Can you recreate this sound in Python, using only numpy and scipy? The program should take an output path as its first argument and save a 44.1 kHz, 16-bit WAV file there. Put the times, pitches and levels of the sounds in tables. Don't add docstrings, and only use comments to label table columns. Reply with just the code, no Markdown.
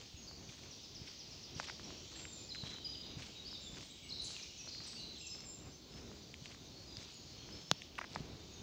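import sys
import numpy as np
from scipy import signal
from scipy.fft import rfft, irfft, next_fast_len
from scipy.io import wavfile

SR = 44100
rng = np.random.default_rng(int(sys.argv[2]) if len(sys.argv) > 2 else 0)


def to_wav(sig):
    pcm = np.clip(np.atleast_2d(sig), -1, 1) * 32767
    pcm = np.round(pcm).astype(np.int16)
    wavfile.write(sys.argv[1], SR, pcm.T)


N = 380297
T = np.arange(N) / SR


def undb(db):
    return 10 ** (np.asarray(db) / 20)


def unit(x):
    return x / np.sqrt(np.mean(x ** 2) + 1e-20)


def add(out, s, sound):
    i = int(s * SR)
    part = sound[max(-i, 0):max(N - i, 0)]
    out[max(i, 0):max(i, 0) + len(part)] += part


def level_db(points):
    return np.interp(T, *np.transpose(points))


def shape(points, n):
    hz, db = np.transpose(points)
    bins_hz = np.arange(n // 2 + 1) * SR / n + 1
    return undb(np.interp(np.log(bins_hz), np.log(hz), db))


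def colour(x, points):
    n = next_fast_len(len(x), True)
    return unit(irfft(rfft(x, n) * shape(points, n), n)[:len(x)])


def band(x, lo_hz, hi_hz, order=2):
    edges_hz = [min(lo_hz, hi_hz / 2 ** (1 / 10)), min(hi_hz, SR / 2 - 1)]
    return signal.sosfilt(signal.butter(order, edges_hz, "band", fs=SR, output="sos"), x)


def walk(rate, n):
    knots = rng.standard_normal(2048)
    return np.interp(np.arange(n) / SR * rate, np.arange(len(knots)), knots)


def clock(length_s):
    return np.arange(max(int(length_s * SR), 2)) / SR


# start in seconds, heel thud level in dB, crunch level in dB before halving.
STEPS = [(-.04, -60, -59), (.49, -42.5, -59.5), (1.0144, -42, -61.5), (1.561, -38.5, -53.5),
         (2.11, -58, -56.5), (2.633, -35.5, -57), (3.168, -38, -57.5), (3.729, -42.5, -57),
         (4.28, -58, -58), (4.799, -45, -58), (5.32, -56, -61.5), (5.9, -51, -63.5), (6.419, -43.5, -60),
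         (6.979, -46.5, -58.5), (7.5, -46, -63), (8.09, -63, -59)]
# frequency in Hz, gain in dB.
GRIT_SPECTRUM = [(300, 1.5), (700, -3), (1500, -5), (2600, -0.5), (4500, 0), (6500, -3), (8000, -13),
                 (10000, -37), (14000, -36)]
THUD_HZ = 131


def footsteps(thud_s=0.0038, heel_s=.035, roll_s=.11, sole_s=0.043, sole_db=-6,
              stones_per_s=480, spread_db=4.8, slip_db=3.2, count=8):
    out, t = np.zeros(N), np.arange(SR // 2) / SR
    heel = t / heel_s * np.exp(1 - t / heel_s)
    sole = undb(sole_db) * np.exp(-.5 * ((t - roll_s) / sole_s) ** 2)
    load = heel + sole + .1 * np.exp(-t / .25)
    thud = np.sin(2 * np.pi * THUD_HZ * t) * (t / thud_s * np.exp(1 - t / thud_s)) ** 2
    edges_hz = np.geomspace(300, 14000, count + 1)
    for s, thud_db, grit_db in STEPS:
        stones, slipping = 0, load * undb(slip_db * walk(110, len(t)))
        for lo_hz, hi_hz in zip(edges_hz, edges_hz[1:]):
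            rate = stones_per_s * hi_hz / 3000
            struck = rng.random(len(t)) < slipping * rate / SR
            size = undb(spread_db * np.minimum(rng.exponential(size=len(t)), 3.5))
            sign = rng.choice([-1, 1], len(t))
            hits = struck * sign * size * np.sqrt(slipping / rate)
            stones = stones + band(hits, lo_hz / 1.1, hi_hz * 1.15)
        add(out, s, undb(grit_db) / 2 * colour(stones, GRIT_SPECTRUM))
        add(out, s, undb(thud_db) * thud)
    return out


# frequency in Hz, gain in dB.
RUMBLE_SPECTRUM = [(15, -46), (25, -16), (63, 0.5), (92, 0), (355, -5), (531, -12), (1520, -22.5),
                   (1870, -25), (2400, -20.5), (3120, -25), (5280, -120)]
CHORUS_SPECTRUM = [(1500, -20), (2300, -9), (3000, -2.5), (4300, 1.5), (5500, -2.5), (6500, -3.5),
                   (7300, -11), (8000, -22), (9500, -34.5), (11000, -42)]
HISS_SPECTRUM = [(6000, -14), (9000, -7), (12000, -6.5), (13800, -8), (14400, -2), (15000, 8.5),
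                 (16000, -4)]
# time in seconds, level in dB.
RUMBLE_LEVEL = [(0.0, -60), (2.06, -58.5), (2.25, -57.5), (3.53, -58.5), (7.37, -59.5), (8.62, -57)]
CHORUS_LEVEL = [(0.0, -60.5), (1.58, -58), (1.8, -57), (2.85, -58.5), (3.17, -58), (4.15, -59.5),
                (4.27, -55.5), (4.75, -57.5), (5.54, -62.5), (7.01, -59), (8.38, -61.5), (8.62, -60)]
# time in seconds, gain in dB.
LOW_MIDS_GAIN = [(0, -2), (1, 0), (2.25, .5), (3.2, -.5), (4.3, -1), (5.1, 0.5), (6.6, 0.5), (7.3, -1),
                 (8.6, 1)]
# time in seconds, gain in dB.
LOW_VOICES_GAIN = [(0, -.5), (1.2, 0), (1.9, 1), (2.38, -3), (3.3, 1.5), (4.4, -0.5), (5.3, 1), (5.9, -4),
                   (6.35, -1), (6.7, -3), (7.3, 1.5), (8.6, 0.5)]
LOW_VOICES_HZ = 3600


def background(rumble_trim_db=1.48, chorus_trim_db=1.34, hiss_db=-78, flicker_db=2.5, count=12):
    rumble_db = level_db(RUMBLE_LEVEL) + rumble_trim_db + 2.25 * walk(9, N)
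    rumble = colour(rng.standard_normal(N), RUMBLE_SPECTRUM) * undb(rumble_db)
    rumble = rumble + band(rumble, 180, 620, order=1) * (undb(level_db(LOW_MIDS_GAIN)) - 1)
    low_db = level_db(LOW_VOICES_GAIN)
    edges_hz = np.geomspace(1500, 11000, count + 1)
    voices = np.zeros(N)
    for lo_hz, hi_hz in zip(edges_hz, edges_hz[1:]):
        voice_db = flicker_db * walk(12, N) + low_db * (hi_hz < LOW_VOICES_HZ)
        voices += band(rng.standard_normal(N), lo_hz, hi_hz) * undb(voice_db)
    chorus = colour(voices, CHORUS_SPECTRUM) * undb(level_db(CHORUS_LEVEL) + chorus_trim_db)
    return rumble + chorus + undb(hiss_db) * colour(rng.standard_normal(N), HISS_SPECTRUM)


# start in seconds, envelope peak in dB, frequency in Hz.
BUMPS = [(0.141, -45.5, 77.6), (7.714, -29.5, 154), (8.162, -41, 170), (8.204, -36.5, 142)]


def bumps(rise_cycles=0.45):
    out, t = np.zeros(N), np.arange(SR // 10) / SR
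    for s, db, hz in BUMPS:
        u = t * hz / rise_cycles
        add(out, s, undb(db) * np.sin(2 * np.pi * hz * t) * u * np.exp(1 - u))
    return out


def glide(length_s, start_hz, end_hz, bend=0.91):
    progress = (1 - np.exp(-bend * clock(length_s) / length_s)) / (1 - np.exp(-bend))
    return start_hz + (end_hz - start_hz) * progress


def arch(length_s, start_hz, middle_hz, end_hz):
    curve = np.polyfit([0, .5, 1], [start_hz, middle_hz, end_hz], 2)
    return np.polyval(curve, clock(length_s) / length_s)


def whistle(hz, db, warble, warble_hz=130, flutter_db=3, waver_hz=35, attack=0.086, release=0.18):
    n = len(hz)
    u = np.arange(n) / n
    wobble = np.sin(2 * np.pi * np.cumsum(warble_hz * (1 + 0.153 * walk(120.4, n))) / SR)
    pitch_hz = hz * (1 + warble * wobble) + waver_hz * walk(200.5, n)
    swell = np.minimum(u / attack, 1) * np.minimum((1 - u) / release, 1)
    gain = swell * undb(db + flutter_db * walk(153, n))
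    return gain * np.sin(2 * np.pi * np.cumsum(pitch_hz) / SR)


def trees(x, t60_s=0.98, treble_t60_s=0.6, onset_s=0.0096, wet_db=-2, dry_db=0):
    t = np.arange(SR) / SR
    scatter = rng.standard_normal(SR) ** 3 * (1 - np.exp(-t / onset_s))
    low = signal.sosfiltfilt(signal.butter(2, 5500, fs=SR, output="sos"), scatter)
    echo = low * undb(-60 * t / t60_s) + (scatter - low) * undb(-60 * t / treble_t60_s)
    wet = signal.fftconvolve(x, echo / np.linalg.norm(echo))[:N]
    return undb(dry_db) * x + undb(wet_db) * wet


# start
# in seconds, length in seconds, pitch in Hz, level in dB.
WHISTLES = [(0.164, 0.05, 6630, -57.5), (.218, 0.028, 6330, -56), (2.145, .15, 7470, -56.5),
            (2.319, 0.11, 7210, -55), (2.632, 0.038, 3990, -49), (2.69, .075, 3990, -52.5),
            (2.845, 0.033, 4900, -43), (2.908, 0.032, 4880, -55), (3.008, 0.019, 4880, -55),
            (3.353, .03, 3810, -55), (3.379, 0.06, 3850, -54), (3.609, 0.095, 7280, -57),
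            (5.18, 0.04, 7570, -59), (5.21, 0.087, 7380, -51), (5.443, 0.12, 7390, -52.5)]
SAG_HZ_PER_S, WHISTLE_WARBLE, WARBLE_AT_HZ = 920, .015, 7400
# start in seconds, length in seconds, held pitch in Hz, level in dB.
HOOKS = [(2.603, 0.026, 3750, -46.5), (4.577, 0.05, 5590, -50.5)]
HOOK_DROP, HOOK_S, HOOK_WARBLE = .25, .012, 0.021
# start in seconds, length in seconds, start pitch in Hz, end pitch in Hz, level in dB.
FLICKS = [(2.927, .016, 3550, 4200, -53), (3.03, 0.015, 3600, 4300, -52), (3.449, .025, 4300, 5100, -45.5),
          (4.091, .013, 4310, 5720, -46), (4.132, .013, 4520, 5800, -52), (4.213, .013, 3790, 4720, -43.5),
          (4.273, .012, 4100, 6200, -46), (4.426, 0.015, 4880, 6620, -50), (4.66, .014, 5480, 6900, -54)]
FLICK_BEND = -0.79
# start in seconds, length in seconds, start pitch in Hz, end pitch in Hz, level in dB.
SLIDES = [(2.375, 0.045, 2504, 2490, -64), (2.504, 0.015, 4300, 3900, -46.5),
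          (3.548, .016, 3890, 3600, -47), (3.66, .045, 3570, 3480, -54), (3.84, .03, 8700, 8000, -66),
          (3.895, 0.038, 3820, 3780, -57.5), (3.9, 0.023, 7520, 7670, -59.5), (4.02, .06, 2880, 2830, -60),
          (4.022, 0.067, 2340, 2150, -61), (4.03, .04, 7950, 7900, -62), (4.104, .016, 4350, 3855, -44.5),
          (4.133, .024, 3910, 3690, -50), (4.338, .07, 2950, 2334, -56.5), (4.44, .03, 2746, 2845, -59),
          (4.52, 0.038, 2910, 2920, -64), (4.592, 0.029, 2585, 2620, -57), (4.676, 0.0184, 4160, 4400, -49),
          (4.96, 0.066, 2680, 2980, -59), (5.155, 0.026, 3700, 3050, -54.5),
          (5.225, 0.055, 2780, 2620, -58), (5.195, .05, 5080, 5200, -57), (5.266, .02, 6550, 5250, -47),
          (5.295, 0.078, 5073, 5280, -49.5), (7.122, .1, 6980, 6580, -61), (7.52, .055, 5120, 5360, -53),
          (7.664, .048, 5210, 5480, -55)]
# start in seconds, length in seconds, start, middle and end pitch in Hz,
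# level in dB.
ARCHES = [(2.489, .016, 4500, 5130, 4350, -46.5), (2.517, .014, 3840, 4170, 3750, -43),
          (3.507, 0.018, 4500, 5380, 4900, -49), (3.533, 0.014, 3750, 4050, 3750, -48),
          (4.121, .012, 3850, 4350, 3850, -41), (4.158, .011, 3650, 4110, 3700, -48),
          (4.197, 0.015, 3820, 4020, 3800, -45.5), (4.686, 0.019, 4400, 5100, 3400, -49.5),
          (4.861, 0.03, 6250, 8230, 5860, -54.5), (5.208, .018, 2550, 2780, 2760, -57),
          (8.52, .04, 6480, 6620, 6150, -58)]
# start in seconds, length in seconds, start pitch in Hz, end pitch in Hz,
# level in dB, warble as a share of the pitch.
BUZZES = [(.273, .035, 4900, 4350, -51.5, .04), (3.475, 0.02, 4750, 4840, -47, .06),
          (4.217, 0.045, 9020, 9550, -58.5, 0.079), (4.241, 0.04, 7180, 6700, -49.5, 0.11),
          (4.705, 0.1, 4490, 4484, -49, 0.078), (4.852, .022, 3750, 3800, -54, .06),
          (4.835, 0.062, 5600, 5200, -52, .12), (4.949, .06, 4620, 4560, -51.5, .02),
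          (4.982, .11, 4120, 4050, -50.5, 0.045), (5.1, .1, 4100, 4000, -55.5, .05)]
BUZZ_RATE_HZ = 175


def birds():
    out = np.zeros(N)
    for s, length_s, hz, db in WHISTLES:
        warble = WHISTLE_WARBLE * (hz / WARBLE_AT_HZ) ** 2
        add(out, s, whistle(hz - SAG_HZ_PER_S * clock(length_s), db, warble))
    for s, length_s, hz, db in HOOKS:
        path_hz = hz * (1 + HOOK_DROP * np.exp(-clock(length_s) / HOOK_S))
        add(out, s, whistle(path_hz, db, HOOK_WARBLE))
    for s, length_s, start_hz, end_hz, db in FLICKS:
        add(out, s, whistle(glide(length_s, start_hz, end_hz, FLICK_BEND), db, 0))
    for s, length_s, start_hz, end_hz, db in SLIDES:
        add(out, s, whistle(glide(length_s, start_hz, end_hz), db, .006, waver_hz=50))
    for s, length_s, start_hz, middle_hz, end_hz, db in ARCHES:
        path_hz = arch(length_s, start_hz, middle_hz, end_hz)
        add(out, s, whistle(path_hz, db, .012, warble_hz=211, flutter_db=2.5, waver_hz=50))
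    for s, length_s, start_hz, end_hz, db, warble in BUZZES:
        add(out, s, whistle(glide(length_s, start_hz, end_hz), db, warble, warble_hz=BUZZ_RATE_HZ))
    return out


CLICK_WIDTH_HZ = 1910


def tick(hz, chatter_db=-25, chatter_s=0.002, skirt_db=-13, uneven_db=3.5, second_db=-20, second_ratio=3.1):
    t = np.arange(SR // 50) / SR
    lo_hz, hi_hz = max(hz - CLICK_WIDTH_HZ / 2, hz / 4), hz + CLICK_WIDTH_HZ / 2
    chatter, second = undb(np.array([chatter_db, second_db]) + uneven_db * rng.uniform(-1, 1, 2))
    contact = (t == 0) + chatter * rng.standard_normal(len(t)) * np.exp(-t / chatter_s)
    second_hz = min(second_ratio * hz, 6500)
    main = band(contact, lo_hz, hi_hz, order=4)
    skirt = undb(skirt_db) * band(contact, lo_hz / 3, min(2 * hi_hz, 7000), order=4)
    higher = 2 * second * band(contact, .9 * second_hz, 1.1 * second_hz)
    sound = main + skirt + higher
    return sound / np.abs(sound).max()


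# time in seconds, peak in dB before the trim, centre frequency in Hz.
CLICKS = [(.313, -44.5, 800), (1.5998, -24, 1510), (1.6457, -37, 2900), (1.6865, -34, 1740),
          (1.6983, -32, 1850), (1.7002, -35, 1600), (1.797, -40, 1100), (1.906, -40.5, 1150),
          (2.2535, -32.5, 2220), (2.549, -34, 2370), (2.557, -38, 2090), (2.638, -40, 1100),
          (2.6665, -45, 1100), (2.673, -38, 2610), (2.747, -44, 1500), (2.785, -44, 1600),
          (3.197, -43, 1690), (3.223, -41, 2500), (3.529, -44, 800), (3.771, -41, 2200), (3.809, -39, 2800),
          (4.366, -33.5, 3200), (4.675, -41, 600), (4.749, -42, 2200), (4.804, -43, 1900),
          (4.807, -46, 1400), (5.406, -38, 5270), (6.116, -43.5, 800), (6.3418, -35, 2720),
          (6.458, -35.5, 2560), (6.547, -45, 1800), (6.97, -30, 4500), (7.143, -48, 7460),
          (7.49, -45, 1400), (7.82, -34.5, 2700), (7.955, -42, 3030), (8.0144, -29, 1440),
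          (8.0175, -29.5, 1450), (8.0427, -34, 1500), (8.0476, -38, 1700), (8.133, -38, 4540),
          (8.1514, -32.5, 4740), (8.1603, -24.5, 1070)]


def clicks(trim_db=-1):
    out = np.zeros(N)
    for s, db, hz in CLICKS:
        add(out, s - .0004, undb(db + trim_db) * tick(hz))
    return out


# start in seconds, length in seconds, centre frequency in Hz, level in dB.
SCRAPES = [(0.483, .025, 2900, -58), (1.062, .035, 2700, -57.5), (1.662, .04, 1600, -62),
           (2.145, 0.04, 2410, -62), (2.68, .11, 1700, -65), (3.212, .04, 2900, -55.5),
           (6.5, .035, 2500, -60.5), (7.995, .065, 1700, -61)]


def scrapes(width_octaves=1.0):
    out = np.zeros(N)
    half_width = 2 ** (width_octaves / 2)
    for s, length_s, hz, db in SCRAPES:
        n = len(clock(length_s))
        grains = rng.laplace(size=n) * np.hanning(n)
        add(out, s, undb(db) * unit(band(grains, hz / half_width, hz * half_width)))
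    return out


# start in seconds, end in seconds, period in seconds, sweep length in seconds,
# start pitch in Hz, end pitch in Hz, level in dB at mid-run before the echo.
TRILLS = [(0.707, 1.72, 0.12, 0.036, 6395, 4150, -50), (1.704, 2.04, 0.134, 0.017, 4830, 6180, -50),
          (2.562, 3.1, .095, .024, 3700, 2860, -53.5)]


def trills(ends_db=-1.5):
    out = np.zeros(N)
    for start_s, end_s, period_s, length_s, start_hz, end_hz, db in TRILLS:
        for s in np.arange(start_s, end_s, period_s):
            from_middle = 2 * (s - start_s) / (end_s - start_s) - 1
            sweep_db = db + ends_db * from_middle ** 2
            add(out, s, whistle(glide(length_s, start_hz, end_hz), sweep_db, 0, flutter_db=2.5,
                                waver_hz=110, attack=0.14, release=0.4))
    return trees(out, t60_s=1.0, treble_t60_s=.7, onset_s=0.0042, wet_db=.8, dry_db=0)


# start in seconds, length in seconds, start pitch in Hz, end pitch in Hz, level in dB before the echo.
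FAR_WHISTLES = [(2.22, .13, 3740, 3640, -62.5), (5.715, 0.062, 6090, 6180, -63),
                (5.91, .09, 5130, 5310, -59), (6.069, .27, 4830, 4685, -65.5),
                (6.218, .03, 5800, 6150, -61), (6.724, .08, 4400, 4340, -60.5),
                (6.869, .075, 4950, 4835, -55), (7.372, .08, 4420, 4210, -60.5),
                (7.747, .05, 4750, 4400, -63.5), (8.39, .035, 3670, 3620, -60),
                (8.48, .08, 4560, 4480, -64), (8.558, .055, 3730, 3580, -59)]


def far_whistles():
    out = np.zeros(N)
    for s, length_s, start_hz, end_hz, db in FAR_WHISTLES:
        add(out, s, whistle(glide(length_s, start_hz, end_hz), db, 0, flutter_db=2.5, waver_hz=20))
    return trees(out, t60_s=1.1, wet_db=-1.5, dry_db=-1.5)


# frequency in Hz, gain in dB.
SNAP_SPECTRUM = [(100, -11.5), (600, -0.5), (1500, -1.5), (2200, -12), (2900, -3), (3600, 2), (4500, -0.5),
                 (5200, -8.5), (6400, -2.5), (7200, -14), (7800, -27), (10000, -23.5), (13500, -38),
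                 (15000, -26)]
SNAP_S, SNAP_PEAK_DB = 7.7141, -7.5


def snap(lag_hz=2300, ring_hz=3600, size=1024):
    cepstrum = irfft(np.log(shape(SNAP_SPECTRUM, size)))
    crack = irfft(np.exp(rfft(2 * cepstrum[:size // 2], size)))
    for poles in signal.butter(2, lag_hz, fs=SR)[1], signal.iirpeak(ring_hz, 1, fs=SR)[1]:
        crack = signal.lfilter(poles[::-1], poles, crack)
    crack = band(crack, 130, 16000)
    out = np.zeros(N)
    add(out, SNAP_S, undb(SNAP_PEAK_DB) * crack / np.abs(crack).max())
    return out


# time in seconds, slips per second, relative strength in dB.
CREAK = [(7.9805, 1430, -9), (7.984, 3200, -3.5), (7.987, 2400, -1.5), (7.988, 1080, 1), (7.992, 950, 0)]


def creak(peak_db=-31, rough=.1, rub=0.076):
    times_s, rate_hz, strength_db = np.transpose(CREAK)
    t = times_s[0] + clock(times_s[-1] - times_s[0])
    n = len(t)
    turns = np.cumsum(np.interp(t, times_s, rate_hz) * (1 + rough * walk(920, n))) / SR
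    slips = np.diff(np.floor(turns), prepend=0)
    rubbing = (slips + rub * rng.standard_normal(n)) * undb(np.interp(t, times_s, strength_db))
    sound = band(np.pad(rubbing, (0, n)), 580, 1900)
    out = np.zeros(N)
    add(out, times_s[0], undb(peak_db) * sound / np.abs(sound).max())
    return out


def scene():
    ground = footsteps() + scrapes()
    song = trees(birds(), wet_db=-1.5, dry_db=-.5) + trills() + far_whistles()
    close = clicks() + snap() + bumps() + creak()
    mono = ground + song + close + background()
    return np.array([mono, mono])


TOP_HZ = 15800


def record(dry):
    return signal.sosfilt(signal.ellip(10, .2, 70, TOP_HZ, fs=SR, output="sos"), dry)


dry = scene()
out = record(dry)
to_wav(out)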